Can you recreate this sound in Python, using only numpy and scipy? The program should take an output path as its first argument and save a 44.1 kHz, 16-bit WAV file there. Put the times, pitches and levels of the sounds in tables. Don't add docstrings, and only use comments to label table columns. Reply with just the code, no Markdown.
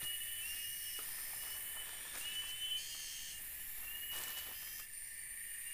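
import sys
import numpy as np
from scipy import signal
from scipy.fft import rfft, irfft, next_fast_len
from scipy.io import wavfile
from scipy.ndimage import uniform_filter1d, map_coordinates

SR = 44100
rng = np.random.default_rng(int(sys.argv[2]) if len(sys.argv) > 2 else 0)


def bounce(signal):
    frames = np.transpose(np.atleast_2d(signal))
    limited = np.clip(frames, -1, 1)
    pcm = np.round(limited * 32767).astype(np.int16)
    wavfile.write(sys.argv[1], SR, pcm)


def volts_from_decibels(level):
    exponent = np.asarray(level, float) / 20
    return 10 ** exponent


N = 252957

# (time [s], level [dB])
AIR_COLOUR = [(250, -19.5), (1550, -17), (1700, -3), (2500, -6.5), (2900, -4.5), (3100, -10.5),
              (4200, -15.5), (6600, -18), (7000, -8.5), (8400, -9), (9600, -10.5), (10250, -13.5),
              (10500, -6), (11000, -6.5), (11900, -8), (12900, -6), (13800, -5.5), (14200, -8.5),
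              (15300, -3)]
AIR_LEVEL = [(0, -49.5), (2, -47.5), (4.8, -51), (4.88, -54.5), (5.74, -49.5)]
# (time [s], level [dB])
RUMBLE_COLOUR = [(3, 10), (20, -10.5), (60, -14), (130, -20.5), (300, -31.5)]
RUMBLE_LEVEL = [(0, -55), (.1, -57.5), (4.8, -57.5), (4.9, -61), (5.74, -61.5)]
# (start [s], length [s], level at 3 kHz [dB per Hz], tilt [dB per octave])
LEAF_HANDFULS = [(0.023, 0.021, -86, -2), (.1, 0.26, -100, 0), (0.406, 0.17, -93.5, -1.3),
                 (0.992, 0.0092, -94, -2), (1.01, 0.17, -92, -2.5), (1.2, 0.27, -95.5, -4.5),
                 (1.438, 0.045, -93.5, -6), (1.505, 0.22, -96.5, -6), (1.754, 0.089, -99, -10),
                 (1.86, 0.26, -93, -5), (2.15, .02, -84, -4), (2.183, 0.027, -91.5, 4),
                 (2.216, 0.24, -90.5, -1.5), (2.481, 0.022, -88, -1.5), (2.553, 0.25, -101, -4.5),
                 (2.9, 0.51, -103, -1.5), (3.398, 0.45, -99, -1), (3.778, 0.26, -97.5, -4.5),
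                 (4.134, 0.068, -84, -3.5), (4.219, 0.086, -86.5, -3.5), (4.3, 0.047, -90.5, -2.5),
                 (4.372, 0.042, -86.5, -2.5), (4.437, 0.036, -91.5, -4), (4.475, 0.047, -90.5, -3),
                 (4.587, 0.17, -96.5, -1.5), (4.792, 0.016, -95, 1)]
# (time [s], peak level [dB], pitch [Hz])
STICK_KNOCKS = [(0.988, -47.5, 1250), (1.184, -57, 1290), (1.332, -55, 800), (1.47, -54, 1320),
                (1.767, -54, 1360), (2.156, -49, 1490), (2.437, -52.5, 1150), (2.946, -56, 1275),
                (2.997, -60, 1500), (3.828, -61, 1230), (4.623, -55.5, 1226), (4.795, -52.5, 1260)]
# (time [s], peak level [dB], pitch [Hz])
DULL_THUDS = [
    (0.027, -50.5, 158),
    (0.987, -53, 452),
    (2.319, -56, 199),
    (4.484, -55, 400),
    (4.51, -60, 300),
]
# (time [s], peak level [dB], pitch [Hz])
STICK_CRACKS = [
    (.04, -40, 5130),
    (2.49, -33, 13000),
    (4.162, -35, 8000),
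    (4.187, -38, 8300),
    (4.238, -38, 8300),
    (4.28, -40, 13000),
    (4.305, -34, 14500),
    (4.385, -36, 8900),
    (4.797, -39, 13500),
]
# (time [s], peak level [dB], pitch [Hz])
TWIG_TAPS = [(.03, -52, 3400), (.988, -48, 2520), (1.186, -47, 2400), (1.46, -49, 2200), (2.152, -47, 2300),
             (4.62, -53, 2500), (4.674, -43, 2240), (4.796, -44, 7500), (4.187, -43, 8100),
             (4.237, -42, 7700), (4.795, -50, 1900), (.988, -52, 750)]
# (time [s], peak level [dB], pitch [Hz])
TWIG_TICKS = [(2.1545, -34, 5500), (2.2015, -30, 11000), (2.212, -33, 9000), (4.162, -35, 8000),
              (4.177, -38, 11000), (4.186, -33, 8000), (4.2365, -31.5, 8100), (4.28, -35, 12000),
              (4.284, -34, 9000), (4.292, -40, 11000), (2.222, -39, 14000), (2.385, -40, 13000),
              (2.484, -39, 14500), (2.505, -38, 14500), (4.152, -38, 14000), (4.2216, -35, 14600),
              (4.305, -35, 14500), (4.33, -39, 13500), (4.378, -37, 12000), (4.382, -39, 11000),
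              (4.388, -36, 13000), (4.398, -38, 14500)]
# (start [s], length
# [s], pitch [Hz], # width [Hz], level [dB])
RASPS = [
    (2.74, 0.75, 7600, 2100, -62.5),
    (1.75, 0.7, 3380, 790, -61),
    (4.85, 0.43, 5000, 1600, -71),
    (4.8, 1.2, 11300, 1900, -61),
    (5.2, 1, 12700, 1300, -57.5),
    (4.8, 1.3, 15000, 900, -66),
    (3, 0.17, 5600, 1500, -59),
    (4, .25, 2430, 58, -69),
    (4.85, 0.92, 2000, 79, -68.5),
]
# (pitch [Hz], width [Hz], level [dB])
LOW_RESONANCES = [(1807, 100, 6), (2017, 130, -3.5), (2138, 157, -2.5), (2303, 106, -4)]
# (time [s], pitch [Hz])
LOW_LOUDNESS = [(0, -57), (2.0, -58.5), (2.42, -55), (2.5, -61), (3.13, -62.5), (3.7, -60), (4.3, -55),
                (4.36, -59.5), (4.8, -57.5), (4.92, -62.5), (5.18, -56), (5.34, -57.5), (5.4, -54),
                (5.47, -57), (5.74, -54.5)]
LOW_PITCH = [(0, 1805), (1.65, 1810), (1.8, 1755), (2.9, 1755), (3.3, 1810), (4.3, 1790), (5.0, 1790),
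             (5.3, 1830), (5.74, 1835)]
# (pitch [Hz], width [Hz], level [dB])
HIGH_RESONANCES = [(11020, 480, -3), (12700, 640, 0), (13200, 200, -10), (14580, 560, -2), (15080, 300, -8),
                   (10508, 30, -19), (10729, 20, -22), (11009, 14, -14), (11289, 30, -18), (12042, 24, -19),
                   (12300, 24, -20), (12590, 14, -16), (12690, 14, -18), (12803, 12, -13), (13189, 16, -19),
                   (14373, 14, -19), (14530, 14, -17), (14643, 10, -12), (14795, 12, -16), (15046, 14, -20),
                   (15120, 14, -19)]
# (time [s], factor [1])
HIGH_LOUDNESS = [(0, -48.5), (.9, -49), (1.7, -48.5), (1.85, -54.5), (2.05, -64), (3.3, -73), (3.42, -50),
                 (3.6, -49.5), (4.1, -48), (4.5, -50), (4.8, -49.5), (4.87, -60), (5.74, -72)]
HIGH_PITCH = [(0, 1.0), (1.68, 1.0), (1.9, .98), (3.2, .98), (3.3, 1.0), (5.74, 1.0)]
# (pitch [Hz], width [Hz], level [dB])
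NEAR_RESONANCES = [(9250, 710, 1.5), (8890, 69, -8), (9090, 36, -3), (9234, 52, -2.5), (9340, 75, -6)]
# (time [s], factor [1])
NEAR_LOUDNESS = [(0, -48.5), (1.1, -50.5), (2.75, -52.5), (2.86, -55), (3.03, -53), (3.2, -55.5),
                 (3.4, -53.5), (3.54, -59.5), (3.98, -60), (4.07, -65), (4.17, -53), (4.28, -62),
                 (4.82, -62.5), (4.87, -62), (4.97, -49.5), (5.08, -52.5), (5.3, -50.5), (5.74, -49)]
NEAR_PITCH = [(0, 1.0), (1.4, 1.0), (2.2, .997), (3.4, .993), (3.6, .985), (4.8, .99), (4.9, .992),
              (5.2, .997), (5.74, 1.0)]
# (start [s], length [s], first pulse rate [per s], last pulse rate [per s], level [dB], rise [s])
TYMBAL_BUZZES = [
    (.42, .68, 142.45, 142.25, -56.5, .07),
    (1.02, .62, 144.6, 146.4, -58, .04),
    (2.765, .64, 150, 150, -50, .025),
    (4.49, .39, 143.1, 143.4, -57, .07),
    (4.86, .34, 143.6, 145.2, -71, .03),
]
# (pitch [Hz], level [dB], growth over the buzz [dB])
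FIRST_OVERTONES = [(3132, -71, 10), (4413, -73, 8), (4982, -66, 0), (5125, -79, 21), (5267, -67, -4),
                   (5409, -69, 17), (5552, -69, -21), (5694, -74, 9), (5836, -76, -9), (5979, -70, 4),
                   (6263, -70, 4), (7402, -78, -21), (7545, -81, 21), (7829, -76, 3)]
ANSWER_OVERTONES = [(3200, -75, -21), (4510, -70, -6), (4655, -76, 14), (4801, -72, 0), (4946, -71, 5),
                    (5092, -72, -14), (5237, -67, 16), (5383, -76, -21), (5528, -69, 6), (6110, -70, 6),
                    (7565, -78, 12), (7856, -78, 3)]
LOUD_OVERTONES = [(3000, -73, 10), (3150, -59, -5), (3300, -72, 6), (3450, -72, -3), (3600, -74, 4),
                  (3750, -75, -9), (3900, -71, 3), (4350, -64, -5), (4500, -66, 6), (4650, -65, -6),
                  (4725, -71, 6), (4800, -74, 20), (4950, -62, -4), (5025, -75, -1), (5100, -65, 3),
                  (5250, -68, -1), (5400, -67, -1), (5475, -67, 5), (5550, -68, 3), (5625, -73, 21),
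                  (5700, -73, 1), (5850, -69, 6), (5925, -72, 9), (6150, -64, 3), (6225, -68, 4),
                  (6375, -72, 16), (6450, -59, 3), (6600, -80, -20), (6750, -68, -4), (6900, -69, -21),
                  (7125, -78, 21), (7350, -70, 1), (7875, -72, 0), (7950, -70, 3), (8025, -73, 14),
                  (8175, -72, 4)]
SOFT_OVERTONES = [(2721, -73, -8), (3150, -72, -4), (3723, -80, -14), (4439, -77, -10), (4726, -76, 10),
                  (5012, -66, -1), (5155, -73, 12), (5298, -75, 21), (5442, -70, 1), (5728, -72, 21),
                  (6014, -70, 16), (6301, -74, 6), (6874, -83, 21), (7017, -77, 12), (7303, -77, 18),
                  (7733, -80, 13), (7876, -75, 21)]
# (start [s], length [s], first pitch [Hz], last pitch [Hz], level [dB])
THIN_WHISTLES = [(1.82, .34, 5550, 5740, -66), (2.04, .32, 5398, 5350, -66), (3.52, .38, 5508, 5518, -70),
                 (0, .42, 3520, 3500, -68), (3.6, .28, 3690, 3680, -70), (4.88, .3, 4240, 4300, -75),
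                 (4.54, .28, 3150, 3150, -62), (2.06, .08, 3610, 3610, -60), (3.585, .05, 2960, 2965, -61),
                 (3.62, .2, 7300, 7300, -68), (4.86, .875, 4555, 4618, -70.5), (4.8, .1, 9100, 9110, -58),
                 (4.88, .24, 9120, 9150, -48.5), (5.1, .635, 9150, 9205, -54)]
# (start [s], length [s], top pitch [Hz], slow climb [Hz], opening scoop [Hz])
FAR_CALLS = [
    (2.85, .95, 2975, 120, 0),
    (2.95, .53, 2865, 105, 30),
    (4.785, .1, 2990, 165, 310),
    (5.33, .41, 2975, 170, 110),
    (5.64, .1, 2980, 165, 75),
    (3.8, .14, 3005, 160, 260),
]
NEAR_CALLS = [
    (0, .6, 3015, 130, 0),
    (.405, .68, 2953, 160, 250),
    (1.33, .72, 3040, 140, 200),
    (2.2, .68, 3075, 140, 290),
    (3.86, .82, 3005, 170, 180),
]
# (time [s], level [dB], width [s])
FAR_CALL_BEADS = [
    [(2.93, -53.5, 0.038), (3.0, -84, 0.043), (3.1, -64, 0.023), (3.21, -61, 0.033), (3.31, -55, .015),
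     (3.35, -58, 0.02), (3.42, -70, 0.025)],
    [(3.03, -62, .06), (3.15, -60, 0.099), (3.36, -53.5, 0.039)],
    [(4.83, -58, 0.027)],
    [(5.43, -78, .03), (5.5, -61, 0.028), (5.55, -67, 0.015)],
    [(5.67, -58, .02), (5.72, -56, 0.036)],
    [(3.85, -58, 0.028)],
]
NEAR_CALL_BEADS = [
    [(.02, -48, 0.022), (.075, -41, 0.026), (.105, -43.5, 0.012), (.15, -43.5, 0.021), (.22, -39, 0.014),
     (.28, -52, 0.02), (.34, -49.5, 0.043), (.41, -45, 0.031)],
    [(.435, -48, 0.019), (.47, -47, 0.015), (.505, -45.5, 0.018), (.6, -47, 0.078), (.715, -44.5, 0.032),
     (.775, -51, 0.018), (.82, -57, 0.015), (.88, -49.5, 0.024), (.965, -48.5, 0.031), (1.035, -61, 0.012)],
    [(1.41, -57, 0.024), (1.51, -52, 0.057), (1.61, -55, 0.0091), (1.69, -53.5, 0.053),
     (1.79, -48.5, 0.027), (1.86, -76, 0.022), (1.97, -64, 0.033)],
    [(2.225, -46, 0.02), (2.26, -39, 0.013), (2.3, -42, 0.027), (2.385, -36, 0.035), (2.45, -54, 0.016),
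     (2.525, -40.5, 0.035), (2.645, -36, 0.049), (2.75, -34, 0.042)],
    [(3.88, -44, 0.009), (3.914, -43.5, 0.01), (3.955, -48, 0.018), (4.03, -45, 0.021), (4.112, -41, 0.023),
     (4.185, -45, 0.029), (4.24, -50, 0.016), (4.275, -45, 0.013), (4.33, -65, 0.0086), (4.378, -47, 0.035),
     (4.455, -52, 0.033), (4.53, -63, 0.038), (4.61, -69, 0.024)],
]
# (multiple of pitch [1], level [dB])
WHISTLE_SIDE_LINES = [
    (.8, -28),
    (.9, -16),
    (1.1, -20),
    (1.2, -30),
    (2, -30),
]
# (delay [s], level [dB])
TRUNK_ECHOES = [
    (.021, -13),
    (.037, -14),
    (.058, -17),
]

RUSTLE_RISE_S, RUSTLE_FALL_DB_PER_S, DULL_DB_PER_OCT = 0.026, 225, 3.5
RUSTLE_SAG_DB, CLUMP_DB = -2, 1.6
STEADY, STEADY_S = .6, .04
BUZZ_SCOOP, BUZZ_WAVER = .985, .00045
BUZZ_END_SHARE, BUZZ_FADE_SHARE = .77, .85
BUZZ_ENDS_DB, ROUGH_HELD, ROUGH_END = -16, .14, .95
THIN_ENDS_DB = -5
CLIMB_S, SCOOP_S = .4, .04
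NEAR_BETWEEN_DB, FAR_BETWEEN_DB = -61.5, -70
EDGE_HZ, OFFSET = 15470, -.0002


def evened(x):
    return x / np.sqrt(np.mean(x ** 2) + 1e-20)


def add(mix, s, sound):
    part = mix[max(round(s * SR), 0):][:len(sound)]
    part += sound[:len(part)]


def columns(rows):
    s, *values = np.transpose(rows)
    t = np.arange(s[0], s[-1], 1 / SR)
    return s[0], [np.interp(t, s, v) for v in values]


def over_time(rows, rule=np.asarray):
    return rule(np.interp(np.arange(N) / SR, *np.transpose(rows)))


def wander(n, per_s):
    knots = rng.standard_normal(int(n / SR * per_s) + 3)
    return map_coordinates(knots, [np.arange(n) / SR * per_s], order=3)


def resonate(x, modes):
    size = next_fast_len(len(x))
    f = np.fft.rfftfreq(size, 1 / SR)
    gain = sum(volts_from_decibels(db) / np.sqrt(width) / (1 + 2j * (f - hz) / width) ** 2 for hz, width, db in modes)
    return evened(irfft(rfft(x, size) * gain, size)[:len(x)])


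def shaped_noise(db, size):
    hop = size // 4
    frames, hz = N // hop + 5, np.fft.rfftfreq(size, 1 / SR)
    a, b = rng.standard_normal((frames, len(hz), 2)).T
    z = (a + 1j * b) * volts_from_decibels(db(hz[:, None], np.arange(frames) * hop / SR))
    return signal.istft(z, nperseg=size, noverlap=size - hop)[1][:N]


def blurred(x, rows, cols):
    return uniform_filter1d(uniform_filter1d(x, size=rows, axis=0), size=cols, axis=1)


def trunks(x, t60):
    at = np.arange(300, SR // 2, 22)
    at = at + rng.integers(0, 22, len(at))
    taps = np.zeros(SR // 2 + 22)
    taps[at] = rng.choice([-1., 1.], len(at)) * volts_from_decibels(-60 * at / SR / t60)
    return signal.fftconvolve(x, taps / np.linalg.norm(taps))[:N]


def air():
    def colour(points):
        f, level = np.transpose(points)

        def at(hz, t):
            patches = 2.5 * evened(blurred(rng.standard_normal((len(t), len(hz))).T, 2, 30))
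            return np.interp(np.log(hz + 1), np.log(f + 1), level) + patches
        return at

    rumble = evened(shaped_noise(colour(RUMBLE_COLOUR + [(2000, -59)]), size=8192))
    hiss = evened(shaped_noise(colour(AIR_COLOUR), size=2048))
    return hiss * over_time(AIR_LEVEL, volts_from_decibels) + rumble * over_time(RUMBLE_LEVEL, volts_from_decibels)


def leaves():
    def colour(hz, t):
        octaves = np.log2(np.clip(hz, 200, 10000) / 3000)
        power = 1e-16
        for s, length, db, tilt_db in LEAF_HANDFULS:
            rise = np.clip((t - s) / RUSTLE_RISE_S + 1, 0, 1)
            fall_db = -RUSTLE_FALL_DB_PER_S * np.maximum(t - s - length, 0)
            sag_db = RUSTLE_SAG_DB * np.clip((t - s) / length - .5, -.5, .5)
            shape = rise * volts_from_decibels(fall_db + sag_db)
            power = power + (volts_from_decibels(db + tilt_db * np.maximum(octaves, -1.5)) * shape) ** 2
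        clumps = evened(blurred(rng.standard_normal((len(t), len(hz))), 9, 14).T)
        dull_db = DULL_DB_PER_OCT * np.minimum(octaves + 0.5, 0)
        return CLUMP_DB * clumps + 10 * np.log10(power) + dull_db

    unit = np.std(shaped_noise(lambda hz, t: 0 * hz * t, size=256)) * volts_from_decibels(CLUMP_DB / 2)
    bursts = rng.exponential(1, N // 40 + 1) ** 1.76
    crackle = evened(1 + 0.5 * uniform_filter1d(bursts, size=3).repeat(40)[:N] / 3)
    return shaped_noise(colour, size=256) / unit * np.sqrt(SR / 2) * crackle * volts_from_decibels(-4.0)


def snaps(events, t60, crack, rise):
    out, t = np.zeros(N), np.arange(SR // 10) / SR
    for s, db, hz in events:
        noise = resonate(rng.standard_normal(len(t)), [(hz, 1.0 * hz, 0)])
        ring = np.sin(2 * np.pi * hz * t) + crack * noise
        add(out, s, volts_from_decibels(db - 60 * t / t60) * ring * np.minimum(t / rise, 1))
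    return out


def moved_sticks():
    sticks = snaps(STICK_KNOCKS + DULL_THUDS, 0.053, 0.95, 0.00083)
    sticks += volts_from_decibels(-12) * snaps(STICK_CRACKS, .02, 2.5, .002)
    sticks += snaps(TWIG_TAPS, .03, .45, .002)
    sticks += snaps(TWIG_TICKS, .003, .8, .0001)
    return sticks + volts_from_decibels(-9) * trunks(sticks, .2)


def rasp(start, length, hz, width, db):
    n = round(length * SR)
    clicks = resonate(rng.standard_normal(n), [(hz, width, 0)])
    return start, volts_from_decibels(db) * clicks * signal.windows.tukey(n, .4)


def cicada(modes, effort, clicks_per_s, throb_per_s, throb, drift=1):
    clicks = rng.standard_normal(N) * (rng.random(N) < clicks_per_s / SR)
    ring = signal.hilbert(resonate(clicks, modes), next_fast_len(N))[:N]
    span = round(STEADY_S * SR)
    swell = uniform_filter1d(uniform_filter1d(abs(ring), span), span)
    ring = ring / swell ** STEADY
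    beat = 1 + throb * np.sin(2 * np.pi * np.cumsum(throb_per_s * (1 + .08 * wander(N, 4))) / SR)
    shift = np.exp(2j * np.pi * np.cumsum((drift - 1) * modes[0][0] * np.ones(N)) / SR)
    return over_time(effort, volts_from_decibels) * evened((ring * shift).real * beat)


def cicada_chorus():
    near = cicada(NEAR_RESONANCES, NEAR_LOUDNESS, 10000, 33, .17, over_time(NEAR_PITCH))
    chorus = signal.sosfilt(signal.butter(3, [8780, 9600], "band", fs=SR, output="sos"), near)
    chorus += cicada(HIGH_RESONANCES, HIGH_LOUDNESS, 14000, 36, .08, over_time(HIGH_PITCH))
    for row in RASPS:
        add(chorus, *rasp(*row))
    low = cicada(LOW_RESONANCES, LOW_LOUDNESS, 3000, 27, .15, over_time(LOW_PITCH) / 1807)
    return chorus + signal.sosfilt(signal.butter(8, 1650, "high", fs=SR, output="sos"), low)


def buzz_course(start, length, first, last, db, rise):
    t = np.array([0, rise, BUZZ_END_SHARE * length, BUZZ_FADE_SHARE * length, length])
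    rate = first * np.where(t > 0, 1, BUZZ_SCOOP) + (last - first) * t / length
    level = db + BUZZ_ENDS_DB * np.array([.7, 0, 0, .05, 1])
    rough = [ROUGH_END / 2, ROUGH_HELD, ROUGH_HELD, ROUGH_END, ROUGH_END]
    return list(zip(start + t, rate, level, rough))


def buzz(rows, overtones, width=260, between_db=-4):
    s, (rate, db, rough) = columns(rows)
    n = len(rate)
    rate = rate * (1 + BUZZ_WAVER * wander(n, 12))
    turns, mean = np.cumsum(rate) / SR, np.median(rate)
    rough = np.clip(rough, 0, 1) ** 1.5
    share = np.clip(np.linspace(-.05, 1.15, n), 0, 1)
    body = [(hz, width, line_db) for hz, line_db, _ in overtones]
    puffs = (0.67 + np.exp(-(turns % 1) / 0.37)) * rng.standard_normal(n)
    strong_weak = 1 + .6 * (-1) ** np.floor(turns)
    pulses = np.diff(np.floor(turns), prepend=0) * strong_weak
    clear = 0
    for hz, line_db, growth_db in overtones:
        k = np.round(2 * hz / mean) / 2
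        toward_weak = share if growth_db < 0 else 1 - share
        course_db = abs(growth_db) * (1 / 3 - toward_weak ** 2)
        fading = volts_from_decibels(line_db + course_db + 2.3 * wander(n, 12) + 2.2 * wander(n, 30))
        clear = clear + fading * np.sin(2 * np.pi * (k * turns + rng.random()))
    clear = evened(evened(clear) + volts_from_decibels(between_db) * resonate(pulses, body))
    return s, volts_from_decibels(db) * (np.sqrt(1 - rough) * clear + np.sqrt(rough) * resonate(puffs, body))


def thin(start, length, first_hz, last_hz, db):
    share = np.linspace(0, 1, num=9)
    hz = first_hz + share * (last_hz - first_hz)
    return list(zip(start + share * length, hz, db + THIN_ENDS_DB * (2 * share - 1) ** 4))


def call(row, beads, between_db):
    start, length, top_hz, climb_hz, scoop_hz = row
    t = np.arange(0, length, .005)
    hz = top_hz - climb_hz * np.exp(-t / CLIMB_S) - scoop_hz * np.exp(-t / SCOOP_S)
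    level = volts_from_decibels(between_db) + sum(volts_from_decibels(db) * np.exp(-((start + t - s) / width) ** 2) for s, db, width in beads)
    return list(zip(start + t, hz, 20 * np.log10(level)))


def whistle(rows, sides, waver_hz, flutter_db, faint_db):
    s, (hz, level) = columns([(t, f, volts_from_decibels(db) * volts_from_decibels(min(db - faint_db, 0))) for t, f, db in rows])
    n = len(hz)
    turns = np.cumsum(hz + waver_hz * wander(n, 58.3)) / SR
    tone = level * np.sin(2 * np.pi * turns) * volts_from_decibels(flutter_db * wander(n, 70))
    effort = uniform_filter1d(level, SR // 4) * np.minimum(np.arange(n) / SR / .15, 1)
    for k, side_db in sides:
        fading = volts_from_decibels(side_db + 3.5 * wander(n, 12) + 3.5 * wander(n, 40))
        tone = tone + effort * fading * np.sin(2 * np.pi * (k * turns + rng.random()))
    return s, 0.86 * tone * signal.windows.tukey(n, .04)


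def singing_insects():
    singers = np.zeros(N)
    for row, beads in zip(NEAR_CALLS, NEAR_CALL_BEADS):
        add(singers, *whistle(call(row, beads, NEAR_BETWEEN_DB), WHISTLE_SIDE_LINES, 5.5, 1.6, -62))
    for row, beads in zip(FAR_CALLS, FAR_CALL_BEADS):
        add(singers, *whistle(call(row, beads, FAR_BETWEEN_DB), WHISTLE_SIDE_LINES[1:2], 7., 2.2, -68))
    direct = singers.copy()
    for s, db in TRUNK_ECHOES:
        add(singers, s, volts_from_decibels(db) * direct)
    for row in THIN_WHISTLES:
        add(singers, *whistle(thin(*row), [], 9., 3., -74))
    overtone_sets = [FIRST_OVERTONES, ANSWER_OVERTONES, LOUD_OVERTONES, SOFT_OVERTONES, SOFT_OVERTONES[2:]]
    for row, overtones in zip(TYMBAL_BUZZES, overtone_sets):
        add(singers, *buzz(buzz_course(*row), overtones))
    return singers + volts_from_decibels(-17) * trunks(singers, .35)


def scene():
    mono = air() + leaves() + moved_sticks() + cicada_chorus() + singing_insects()
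    return np.array([mono, mono])


def top_cut(x):
    return signal.sosfilt(signal.butter(12, 16750, fs=SR, output="sos"), x)


def record(dry):
    low_pass = signal.firwin(2047, EDGE_HZ, window=("kaiser", 9), fs=SR)
    limited = signal.oaconvolve(dry, low_pass[None], "same")
    return top_cut(limited + OFFSET)


dry = scene()
out = record(dry)
bounce(out)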